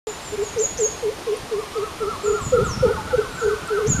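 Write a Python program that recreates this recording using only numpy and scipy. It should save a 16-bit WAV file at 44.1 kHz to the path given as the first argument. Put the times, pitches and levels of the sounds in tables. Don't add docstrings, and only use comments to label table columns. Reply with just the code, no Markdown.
import sys
import numpy as np
from scipy import signal
from scipy.fft import rfft, irfft
from scipy.io import wavfile
from scipy.ndimage import uniform_filter1d

SR = 44100
rng = np.random.default_rng(int(sys.argv[2]) if len(sys.argv) > 2 else 0)


def waveform_to_disk(signal):
    frames = np.transpose(np.atleast_2d(signal))
    scaled = np.clip(frames, -1, 1) * 32767
    samples = np.round(scaled).astype(np.int16)
    wavfile.write(sys.argv[1], SR, samples)


N = 176400


def amp(db):
    return 10 ** (np.asarray(db) / 20)


def unit(x):
    return x / np.sqrt(np.mean(x ** 2) + 1e-20)


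def read(points, hz):
    f, value = np.transpose(points)
    return np.interp(np.log(hz + 1), np.log(f + 1), value)


def add(mix, start, sound):
    part = mix[max(round(start * SR), 0):][:len(sound)]
    part += sound[:len(part)]


def progress(length):
    return np.linspace(0, 1, max(int(length * SR), 8))


def edges(u, length, attack_s, release_s):
    rise = np.sin(np.pi / 2 * np.minimum(u * length / attack_s, 1))
    fall = np.sin(np.pi / 2 * np.minimum((1 - u) * length / release_s, 1))
    return rise * fall


def tone(hz, octave_db=None):
    phase = 2 * np.pi * np.cumsum(hz) / SR
    octave = 0 if octave_db is None else amp(octave_db) * np.sin(2 * phase)
    return np.sqrt(2) * (np.sin(phase) + octave)


def waver(like, size):
    return unit(uniform_filter1d(uniform_filter1d(rng.standard_normal(len(like)), size), size))


# (frequency [Hz], time to fall 60 dB [s])
FOREST_DECAY = [(450, 0.54), (1300, 0.94), (7000, 0.39)]
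def forest(x, echo_db):
    onset = np.minimum(np.arange(SR) / SR / 0.0064, 1)
    taps = rng.standard_normal(SR) * (rng.random(SR) < .1) * onset
    hz, t, bands = signal.stft(taps, SR, nperseg=256)
    decay = amp(-60 * t / read(FOREST_DECAY, hz)[:, None])
    tail = signal.istft(bands * decay, SR, nperseg=256)[1]
    return amp(echo_db) * np.std(x) * unit(signal.fftconvolve(x, tail)[:N])


# (frequency [Hz], relative level [dB])
HISS_EQ = [(15, -46), (25, 0), (71, -18.5), (276, -8.5), (333, -7.5), (435, -8.5), (584, -9.5), (996, -9),
           (1490, -14), (3990, -18), (7180, -23), (7990, -25.5), (8660, -24.5), (11600, -30),
           (14800, -40.5)]
def hiss(level_db=-35.5, patch_db=0.65):
    hz = np.fft.rfftfreq(2048, 1 / SR)
    real, imag, patches = rng.standard_normal((N // 512 + 5, len(hz), 3)).T
    patches = unit(uniform_filter1d(uniform_filter1d(patches, size=24, axis=0), size=8, axis=1))
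    notch_db = -15 * np.exp(-((hz - 7830) / 84) ** 2)
    colour_db = read(HISS_EQ, hz) + notch_db
    bands = (real + 1j * imag) * amp(colour_db[:, None] + patch_db * patches)
    return amp(level_db) * unit(signal.istft(bands, nperseg=2048, noverlap=1536)[1][:N])


# (time [s], level [dB])
BUFFET_RIDE = [(0.1, -47.5), (0.44, -41), (1.4, -46), (1.44, -38), (1.49, -46.5), (2.39, -38),
               (2.43, -30.5), (2.88, -27), (2.9, -34), (3.84, -41), (3.881, -25), (4.0, -29)]
# (frequency [Hz], relative level [dB])
BUFFET_EQ = [(20, -12), (45, -3), (80, 1.5), (115, -2), (190, -5), (300, -13.5), (700, -27), (2000, -70)]
def buffet(lump_db=2.44):
    colour = amp(read(BUFFET_EQ, np.fft.rfftfreq(N, 1 / SR)))
    rumble = irfft(rfft(rng.standard_normal(N)) * colour, N)
    lumps = amp(lump_db * waver(rumble, size=700))
    ride_db = np.interp(np.arange(N) / SR, *np.transpose(BUFFET_RIDE))
    return unit(rumble * lumps) * amp(ride_db)


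# (start [s], pitch [Hz], envelope peak [dB])
MIC_BUMPS = [(1.432, 119, -27.5), (2.465, 133, -18), (2.579, 150, -21), (2.630, 150, -17),
             (2.680, 140, -20.5), (2.810, 121, -14.5), (2.864, 173, -16), (3.17, 116, -20),
             (3.878, 130, -15), (3.887, 150, -17), (3.902, 170, -16), (3.946, 175, -15),
             (3.991, 190, -15.5)]
def bumps(rise_s=0.0028):
    out, t = np.zeros(N), np.arange(SR // 20) / SR
    envelope = t / rise_s * np.exp(1 - t / rise_s)
    for start, hz, db in MIC_BUMPS:
        add(out, start, amp(db) * envelope * np.sin(2 * np.pi * hz * t))
    return out


# (start [s], length [s], pitch [Hz], level [dB])
FAR_TOOTS = [(2.854, 0.035, 874, -30.5), (2.892, 0.0091, 890, -27), (2.969, 0.05, 876, -27.5),
             (3.10, 0.038, 859.6, -31.5)]
def tooter(sag=0.078):
    out = np.zeros(N)
    for start, length, hz, db in FAR_TOOTS:
        u = progress(length)
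        add(out, start, amp(db) * np.sin(np.pi * u) * tone(hz * (1 - sag * (u - .5))))
    return out + forest(out, echo_db=-9.5)


def falling_calls(rows, swell_db, waver_db=1.5):
    out = np.zeros(N)
    for start, length, top_hz, end_hz, db, bend in rows:
        u, curve = progress(length), bend ** .5
        slide = np.sin(np.pi / 2 * u ** curve) ** curve
        hz = (top_hz + (end_hz - top_hz) * slide) * (1 + 0.0038 * waver(u, size=60))
        level = amp(db - swell_db * (1 - u) ** 2 + waver_db * waver(u, size=200))
        envelope = edges(u, length, attack_s=0.0075, release_s=0.0075)
        add(out, start, level * envelope * tone(hz, octave_db=-33))
    return out


def sweep(length, from_hz, to_hz, db):
    u = progress(length)
    return amp(db) * np.sin(np.pi * u) * tone(from_hz + (to_hz - from_hz) * u)


# (start [s], length [s], top [Hz], end [Hz], full level [dB], bend [ratio])
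NEAR_FALLS = [(0.600, 0.066, 7560, 6670, -21.5, 1.1), (0.801, 0.066, 7760, 6540, -21.5, 0.83),
              (2.641, 0.11, 7930, 5360, -34.5, 1.1), (3.889, 0.051, 7410, 6630, -19.5, 1.58)]
FAR_FALLS = [(.03, 0.083, 7530, 6940, -40.5, 1.06), (.21, 0.091, 7710, 7080, -42.5, 1.3),
             (.405, 0.07, 7700, 6620, -39.5, 1.34), (2.225, 0.07, 7892, 6810, -36.5, 0.81),
             (2.403, 0.067, 8100, 6810, -36.5, 0.95), (3.30, 0.13, 7640, 6520, -45, 4.2)]
SPUTTER_CUES = [.581, .771, 3.864]
# (delay [s], length [s], from [Hz], to [Hz], level [dB])
SPUTTER_SWEEPS = [(.002, 0.0049, 5080, 7150, -33), (.008, 0.0053, 4910, 7760, -27.5),
                  (0.0137, .0105, 5500, 7600, -28)]
# (start [s], length [s], from [Hz], to [Hz], level [dB])
DRY_CHIPS = [(1.368, 0.0048, 8200, 11300, -35), (1.777, 0.0068, 4360, 4970, -35),
             (3.675, .003, 9200, 7200, -32)]
def small_birds():
    near = falling_calls(NEAR_FALLS, swell_db=8.5)
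    far = falling_calls(FAR_FALLS, swell_db=11.5)
    for start in SPUTTER_CUES:
        for delay, *glide in SPUTTER_SWEEPS:
            add(near, start + delay, sweep(*glide))
    out = near + forest(near, echo_db=-4) + far + forest(far, echo_db=4.5)
    for start, *glide in DRY_CHIPS:
        add(out, start, sweep(*glide))
    return out


# (first crest [s], crest pitch [Hz], level before shaping [dB])
WHISTLE_RUN = [(1.275, 1104, -45.5), (1.518, 1240, -40), (1.765, 1306, -36), (2.021, 1370, -34),
               (2.280, 1414, -31.5), (2.555, 1447, -30.5), (2.828, 1485, -31.5), (3.106, 1532, -31),
               (3.385, 1541, -32), (3.661, 1551, -31.5), (3.957, 1573, -32)]
# (time from first crest [s], pitch [share of crest], gain [dB])
WHISTLE_CONTOUR = [(-.035, .83, -12.5), (-.014, .96, -3), (.006, 1, 0), (.036, .825, -0.5),
                   (.067, 0.99, -1), (.087, 1, 1), (.115, .85, -0.5), (.158, .68, -7), (0.183, 0.573, -18)]
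def whistler(range_hz=(1060, 1470), weak_db_per_hz=0.08, waver_db=2):
    out = np.zeros(N)
    when, share, shape_db = np.transpose(WHISTLE_CONTOUR)
    t = np.arange(when[0], when[-1], 1 / SR)
    contour = uniform_filter1d(np.interp(t, when, share), size=700)
    for crest, crest_hz, db in WHISTLE_RUN:
        hz = crest_hz * contour * (1 + 0.0066 * waver(t, size=200))
        outside_hz = abs(hz - np.clip(hz, *range_hz))
        loss_db = weak_db_per_hz * outside_hz + waver_db * waver(t, size=700)
        level = amp(db + np.interp(t, when, shape_db) - loss_db)
        add(out, crest + when[0], level * tone(hz))
    echoes = forest(out, echo_db=-3)
    add(echoes, 0.003795, amp(-6) * out)
    return out + echoes


# (start [s], length [s], opening pitch [Hz], middle pitch [Hz],
# closing pitch [Hz], level before shaping [dB], fade after the opening [dB])
DUET_HOOTS = [(0.065, 0.059, 456, 423, 413, -20.5, 10.5), (0.318, 0.043, 418, 420, 436, -25.5, 0),
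              (0.372, 0.072, 401, 397.4, 470, -20.5, -0.5), (0.559, 0.073, 498, 420, 492, -20.5, -1),
              (0.785, 0.081, 497, 420, 455, -20.5, -1), (1.022, 0.088, 496, 407.3, 476, -21.5, -1),
              (1.264, 0.086, 487, 401.6, 468, -20.5, 0.5), (1.509, 0.1, 467, 387.4, 470, -21, 0.5),
              (1.75, 0.1, 476, 386.7, 460, -22.5, 0), (2.001, .1, 462, 384.6, 454, -21.5, 2),
              (2.231, 0.11, 413.5, 417, 383, -22.1, -2), (2.26, 0.11, 461.7, 448, 386, -24.5, -1.5),
              (2.5198, 0.093, 525.6, 453.7, 522, -11, 5.5), (2.5473, 0.096, 518, 379, 475, -21.5, -0.2),
              (2.8233, 0.1, 527, 440, 535, -10, 12), (2.8352, .099, 471, 383.7, 510, -18, 3),
              (3.126, 0.035, 506, 504, 466, -14.5, -1.5), (3.176, 0.03, 444, 428, 445, -11.5, 0),
              (3.2, 0.024, 455, 448, 440, -20, -1), (3.4124, 0.11, 479, 406.2, 426, -21.5, -2.5),
              (3.4531, 0.1, 479.6, 423.5, 449, -23.5, -3.3), (3.698, 0.11, 448.4, 392.5, 473, -21, -1.5),
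              (3.7847, 0.1, 488, 406, 477, -21, -.1)]
# (start [s], pitch [Hz], level [dB])
VOICE_FLIPS = [(.630, 546, -30), (.855, 537, -30), (1.099, 529, -33), (1.344, 493.5, -33.5)]
def coucals(throat_hz=414.4, weak_db_per_hz=0.15, jitter=0.0063):
    out = np.zeros(N)
    middle_at, fade_from, fade_over = 0.533, 0.18, 0.24
    bend = 1.46
    for start, length, open_hz, middle_hz, close_hz, db, fade_db in DUET_HOOTS:
        u = progress(length)
        opening = np.sin(np.pi / 2 * np.maximum(1 - u / middle_at, 0) ** bend)
        closing = np.maximum((u - middle_at) / (1 - middle_at), 0) ** bend
        hz = middle_hz + (open_hz - middle_hz) * opening + (close_hz - middle_hz) * closing
        loss_db = fade_db * np.clip((u - fade_from) / fade_over, 0, 1)
        loss_db += weak_db_per_hz * np.maximum(throat_hz - hz, 0)
        level = amp(db - loss_db) * edges(u, length, attack_s=0.024, release_s=0.019)
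        voice = tone(hz * (1 + jitter * waver(u, size=100)), octave_db=-48)
        add(out, start, level * voice)
    u = progress(length=0.024)
    for start, hz, db in VOICE_FLIPS:
        add(out, start, amp(db) * np.sin(np.pi * u) * tone(np.full_like(u, hz)))
    return out + forest(out, echo_db=-14)


def scene():
    return (coucals() + whistler() + tooter() + small_birds() + hiss() + buffet() + bumps())[None]


def record(dry):
    start_s, cutoff_hz = 0.07, 15000
    live = dry * (np.arange(N) >= start_s * SR)
    lowpass = signal.firwin(511, cutoff_hz, window=("kaiser", 9), fs=SR)
    return signal.oaconvolve(live, lowpass[None], "same")


dry = scene()
out = record(dry)
waveform_to_disk(out)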